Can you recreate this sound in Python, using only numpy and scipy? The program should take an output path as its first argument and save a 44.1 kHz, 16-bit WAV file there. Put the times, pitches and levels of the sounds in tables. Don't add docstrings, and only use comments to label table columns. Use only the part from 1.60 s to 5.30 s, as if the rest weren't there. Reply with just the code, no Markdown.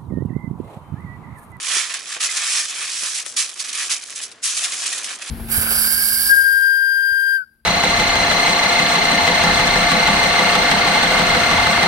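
import sys
import numpy as np
from scipy import signal
from scipy.fft import rfft, irfft, next_fast_len
from scipy.io import wavfile
from scipy.ndimage import uniform_filter1d, map_coordinates

SR = 44100
rng = np.random.default_rng(int(sys.argv[2]) if len(sys.argv) > 2 else 0)


def pcm_store(signal):
    levels = np.round(np.clip(np.atleast_2d(signal), -1, 1) * 32767)
    wavfile.write(sys.argv[1], SR, levels.astype(np.int16).T)


N = 163170
T = np.arange(N) / SR


# (t/s, fine crackle level/dB, broad facet level/dB)
HAND_MOVES = [
    [(0.0, -31.5, -32), (0.01, -31, -38.5), (0.108, -23, -26), (0.176, -19, -24.5), (0.288, -33, -35.5),
     (0.302, -29, -30), (0.328, -31.5, -34.5), (0.346, -30.5, -30), (0.446, -40, -45),
     (0.454, -36.5, -40.5), (0.53, -27.5, -33.5), (0.564, -33, -34.5), (0.59, -43, -39)],
    [(0.595, -42, -42), (0.605, -24.5, -31), (0.641, -18, -26), (0.667, -20.5, -31.5),
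     (0.687, -30.5, -33.5), (0.713, -23, -32), (0.739, -28, -33.5), (0.777, -21.5, -28.5),
     (0.785, -25.5, -30.5), (0.991, -19, -27.5), (1.069, -31.5, -39), (1.101, -26.5, -35),
     (1.14, -33.5, -34.5)],
    [(1.15, -29.5, -36), (1.24, -25.5, -29), (1.252, -27.5, -33.5), (1.406, -26.5, -36.5),
     (1.452, -23, -31.5), (1.54, -28, -38.5), (1.554, -23.5, -40.5), (1.594, -25, -32), (1.624, -31.5, -43),
     (1.646, -41, -47), (1.662, -32.5, -36.5), (1.7, -33.5, -50), (1.75, -40, -50)],
    [(1.755, -44.5, -55), (1.767, -20.5, -34), (1.805, -17, -29.5), (1.889, -35.5, -42),
     (1.895, -31.5, -37), (1.913, -38, -45), (1.981, -37, -44), (2.003, -22.5, -37.5), (2.039, -34, -40.5),
     (2.049, -29, -37), (2.105, -36.5, -39), (2.221, -24.5, -29.5), (2.285, -30, -40.5)],
    [(2.29, -30.5, -36.5), (2.306, -23, -30), (2.322, -17, -30.5), (2.406, -40, -44), (2.438, -31, -38),
     (2.446, -40.5, -48.5), (2.53, -35, -40.5), (2.546, -39, -52), (2.562, -28.5, -42),
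     (2.608, -34.5, -37.5), (2.636, -24.5, -45), (2.68, -42.5, -46), (2.815, -69, -67)],
    [(2.82, -48, -58), (2.834, -22, -43), (2.854, -18, -31), (2.942, -26, -37), (2.962, -25.5, -38),
     (2.972, -22, -34.5), (3.002, -25.5, -33), (3.048, -23, -32.5), (3.072, -27.5, -31.5),
     (3.104, -29.5, -36.5), (3.13, -28.5, -30.5), (3.168, -28, -38), (3.24, -25.5, -32)],
    [(3.25, -29, -34), (3.27, -23.5, -30.5), (3.284, -26.5, -34), (3.386, -28, -34), (3.412, -33.5, -36.5),
     (3.44, -30.5, -40), (3.504, -30.5, -31.5), (3.558, -33, -39.5), (3.568, -39.5, -46), (3.61, -40, -41),
     (3.622, -32.5, -30.5), (3.636, -38, -41), (3.7, -30, -34)],
]
# (t/s, level/dB)
PARCEL_LEVEL = [(0.0, -54), (0.16, -49), (0.31, -56), (0.55, -61), (0.57, -41), (0.6, -61), (0.63, -53),
                (1.49, -56), (1.65, -59), (1.67, -57), (1.69, -61), (1.82, -55), (1.84, -58.5), (2.36, -52),
                (2.43, -61), (2.79, -76), (2.98, -49), (3.7, -51)]
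# (t/s, left minus right/dB)
HAND_PLACE = [(0.0, 0), (0.07, -5.5), (0.74, -1.5), (1.57, -2.5), (1.7, 4.5), (1.75, -2.5), (2.67, -1.5),
              (2.79, 5), (2.81, -0.5), (3.7, -2.0)]
# (t/s, level/dB, ring against crack/dB)
SINGLE_POPS = [(1.053, -23, 5), (1.417, -27, -9), (1.436, -21, -10), (1.664, -23, -15), (1.894, -29, -5),
               (1.976, -32, 2), (2.001, -26, -4), (2.462, -33, -14), (2.478, -34, -6), (2.505, -26, -6),
               (3.267, -23, -11), (3.329, -24, 4), (3.444, -25, 0)]
# (t/s, f/Hz, level/dB)
FINGER_PATS = [(0.166, 356, -43), (.565, 492, -44), (1.43, 528, -47), (1.664, 580, -48), (2.32, 350, -50),
               (2.975, 520, -55)]
# (t/s, f/Hz, level/dB)
FACET_TWANGS = [(0.345, 1663, -27.5), (.689, 2040, -23), (.796, 2305, -26), (1.224, 2570, -28),
                (1.894, 2340, -45), (3.326, 1870, -24.5)]
# (t/s, length/s, level/dB)
FOLD_CRUMPLES = [(0.028, .008, -27), (0.338, 0.01, -22), (0.606, 0.0065, -20), (0.706, .008, -26),
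                 (0.769, 0.0073, -19), (1.051, .008, -27.5), (1.101, .01, -30), (1.15, 0.0093, -29),
                 (1.36, 0.011, -29), (1.415, 0.01, -29), (1.46, 0.0066, -23), (1.545, 0.015, -25),
                 (1.764, 0.011, -22), (1.99, 0.012, -31), (2.084, 0.019, -24.5), (2.128, .008, -22),
                 (2.148, 0.0059, -21), (2.173, 0.0067, -23), (2.185, 0.014, -21.5), (2.258, .008, -23.5),
                 (2.3, 0.016, -19.5), (2.562, 0.0067, -29), (2.714, 0.011, -35), (2.967, 0.021, -20),
                 (3.037, 0.022, -18.5), (3.12, 0.022, -22.5), (3.256, 0.019, -21), (3.326, .006, -19.5),
                 (3.377, 0.0067, -22), (3.443, 0.0097, -22), (3.618, 0.012, -29)]

# (f/Hz, level/dB)
FINE_COLOUR = [(60, -83), (600, -42), (1500, -15), (2500, -7), (3500, -4), (4400, -3), (5400, 1),
               (6300, 1.5), (7200, -0.5), (8200, 0), (9000, -3), (10000, -2), (11000, -4)]
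# (f/Hz, level/dB)
BROAD_COLOUR = [(50, -64), (300, -35), (700, -15), (880, -14), (1130, -3), (1450, -5), (1800, 0),
                (2150, -2.5), (2520, 3), (2800, -4), (3100, 0), (4500, -6), (9000, -24.5)]
# (f/Hz, level/dB)
POP_COLOUR = [(30, -72), (120, -59), (300, -34), (800, -29), (1300, -11.5), (2500, 0), (6000, 2.5),
              (11000, 0)]
# (f/Hz, level/dB)
PARCEL_COLOUR = [(25, -48), (60, -30), (160, -21), (230, -9.5), (350, -1.5), (430, -7.5), (520, -1.5),
                 (600, -4), (730, 3.5), (880, -7.5), (1400, -0.5), (4000, -57)]
# (f/Hz, level/dB)
PAT_COLOUR = [(25, -45), (70, -20), (150, 2), (350, 11), (550, 13), (1400, 20), (4000, -6)]
# (f/Hz, level/dB)
AIR_COLOUR = [(20, -30), (45, -17), (70, -10), (130, -4), (170, -5.5), (230, 0.5), (500, 2), (850, -1),
              (1500, 1.5), (3000, -3.5), (6000, -7.5), (11000, -15.5)]
# (f/Hz, likeness from 0 to 1)
LEFT_RIGHT_LIKENESS = [(100, 0.97), (280, 0.94), (420, 0.79), (580, 0.87), (850, 0.52), (1200, 0.79),
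                       (2200, 0.77), (3200, 0.6), (4500, 0.61), (9000, 0.44)]

SNAPS_PER_S, RATE_DOUBLES_DB, FIRM_DB = 2000, 6, -26
SIZE_SPREAD_DB, CLUMP_DB, CLUMPS_PER_S = 5.5, 2.5, 130
CRACK_T60_S, RING_T60_S, BROAD_T60_S = 0.0014, 0.028, 0.036
RING_DB = 5
SHEET_T60_S, SHEET_DB = 0.16, -2.5
PARCEL_SNAPS_PER_S, PARCEL_T60_S = 130, 0.053
CRUMPLE_RISE_S, CRUMPLE_T60_S, CRUMPLE_SNAPS_PER_S = 0.0015, 0.036, 2000
TWANG_T60_S, TWANG_WIDTH_HZ = 0.059, 123
PAT_T60_S, PAT_WIDTH_HZ, PAT_THUD_DB = 0.13, 35, 30
FINE_DB, BROAD_DB, PARCEL_DB, POP_DB = 2.5, 1.5, 1, 23.5
AIR_DB, AIR_WAVER_DB, AIR_WAVERS_PER_S = -49.5, 2, 14
TOP_HZ = 11130


def amp(db):
    return 10 ** (np.asarray(db) / 20)


def unit(x):
    return x / np.sqrt(np.mean(x ** 2) + 1e-20)


def along(points, hz):
    f, value = np.transpose(points)
    return np.interp(np.log(hz + 1), np.log(f + 1), value)


def curves(rows):
    s, *columns = np.transpose(rows)
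    return [np.interp(T, s, column) for column in columns]


def wobble(rate):
    knots = rng.standard_normal(4096)
    return map_coordinates(knots, [T * rate], mode="wrap")


def add(track, s, sound):
    part = track[:, round(s * SR):][:, :sound.shape[1]]
    part += sound[:, :part.shape[1]]


def coloured(pair, spectrum):
    m = 2 * next_fast_len(N // 2 + 8192)
    hz = np.fft.rfftfreq(m, 1 / SR)
    cepstrum = irfft(np.log(amp(along(spectrum, hz))))
    cepstrum[1:m // 2] *= 2
    cepstrum[m // 2 + 1:] = 0
    colour = np.exp(rfft(cepstrum))
    turn = np.arccos(np.clip(along(LEFT_RIGHT_LIKENESS, hz), 0, 1)) / 2
    mid, side = irfft(rfft(pair, m) * colour * [np.cos(turn), np.sin(turn)])[:, :N]
    return np.array([mid + side, mid - side])


def lean():
    pan_db, = curves(HAND_PLACE)
    return amp(np.array([pan_db, -pan_db]) / 2)


def dying(t60):
    t = T[:SR // 10]
    ring = rng.standard_normal((2, len(t))) * np.exp(-np.log(1000) * t / t60)
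    return ring / np.linalg.norm(ring, axis=1, keepdims=True)


def ringing(hz, width_hz, t60, count=6):
    t = T[:SR // 4]
    modes = hz + width_hz * np.linspace(-1, 1, count) * rng.uniform(0.56, 1, count)
    phases = rng.random((count, 1))
    tone = np.sin(2 * np.pi * (modes[:, None] * t + phases)).sum(0)
    shape = amp(-60 * t / t60) * (1 - np.exp(-t / 0.0017))
    struck = tone * shape
    return (struck * np.linalg.norm(shape) / np.linalg.norm(struck))[None]


def facet(ring_db, t60):
    ring = dying(t60) + amp(SHEET_DB) * dying(SHEET_T60_S)
    return dying(CRACK_T60_S) + amp(ring_db) * ring


def snap_rate(level_db):
    return SNAPS_PER_S * 2 ** ((level_db - FIRM_DB) / RATE_DOUBLES_DB)


def swarm(rate, t60, size=2200, count=4):
    clumped = rate * amp(CLUMP_DB * wobble(CLUMPS_PER_S))
    sizes = amp(SIZE_SPREAD_DB * np.clip(rng.standard_normal(N), -2, 2))
    snaps = (rng.random(N) < clumped / SR) * sizes
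    power = uniform_filter1d(uniform_filter1d(snaps ** 2, size=600), size=600)
    snaps = snaps / np.sqrt(np.abs(power) + 1e-4)
    owner = rng.integers(count, size=N)
    track = np.zeros((2, N))
    for i in range(0, N, size):
        for k in range(count):
            own = snaps[i:i + size] * (owner[i:i + size] == k)
            add(track, i / SR, signal.fftconvolve(own[None], facet(RING_DB, t60), axes=1))
    return track


def night_air():
    air = unit(coloured(rng.standard_normal((2, N)), AIR_COLOUR))
    return amp(AIR_DB + AIR_WAVER_DB * wobble(AIR_WAVERS_PER_S)) * air


def pats():
    thuds, notes = np.zeros((2, 2, N))
    for s, hz, db in FINGER_PATS:
        add(thuds, s, amp(db + PAT_THUD_DB) * dying(t60=0.02))
        add(notes, s, amp(db) * ringing(hz, PAT_WIDTH_HZ, PAT_T60_S))
    return coloured(thuds, PAT_COLOUR) + notes


def twangs():
    track = np.zeros((2, N))
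    for s, hz, db in FACET_TWANGS:
        add(track, s, amp(db) * ringing(hz, TWANG_WIDTH_HZ, TWANG_T60_S))
    return track


def pops():
    track = np.zeros((2, N))
    for s, db, ring_db in SINGLE_POPS:
        snap = facet(ring_db, RING_T60_S)
        add(track, s, amp(db + POP_DB) * snap / np.linalg.norm(snap[0]))
    return coloured(track, POP_COLOUR) * lean()


def crumples():
    power = np.zeros(N)
    for s, length, db in FOLD_CRUMPLES:
        rise = np.clip((T - s) / CRUMPLE_RISE_S, 0, 1)
        fall_db = 60 * np.maximum(T - s - length, 0) / CRUMPLE_T60_S
        power += (rise * amp(db - fall_db)) ** 2
    snaps = unit(coloured(swarm(CRUMPLE_SNAPS_PER_S, RING_T60_S), POP_COLOUR))
    return np.sqrt(power) * snaps * lean()


def parcel_rustle():
    level_db, = curves(PARCEL_LEVEL)
    bumps = unit(coloured(swarm(PARCEL_SNAPS_PER_S, PARCEL_T60_S), PARCEL_COLOUR))
    return amp(level_db + PARCEL_DB) * bumps


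def crinkle():
    fine_db, broad_db = curves([row for move in HAND_MOVES for row in move])
    fine = unit(coloured(swarm(snap_rate(fine_db), RING_T60_S), FINE_COLOUR))
    fine = amp(fine_db + FINE_DB) * fine
    broad = unit(coloured(swarm(snap_rate(broad_db), BROAD_T60_S), BROAD_COLOUR))
    broad = amp(broad_db + BROAD_DB) * broad
    return fine * lean() + broad * lean() ** 0.63


def scene():
    return night_air() + pats() + twangs() + pops() + crumples() + parcel_rustle() + crinkle()


def record(dry):
    m = next_fast_len(N + 8192)
    hz = np.fft.rfftfreq(m, 1 / SR)
    keep = np.clip((TOP_HZ - hz) / 120, 0, 1)
    return irfft(rfft(dry, m) * keep, m)[:, :N]


dry = scene()
out = record(dry)
pcm_store(out)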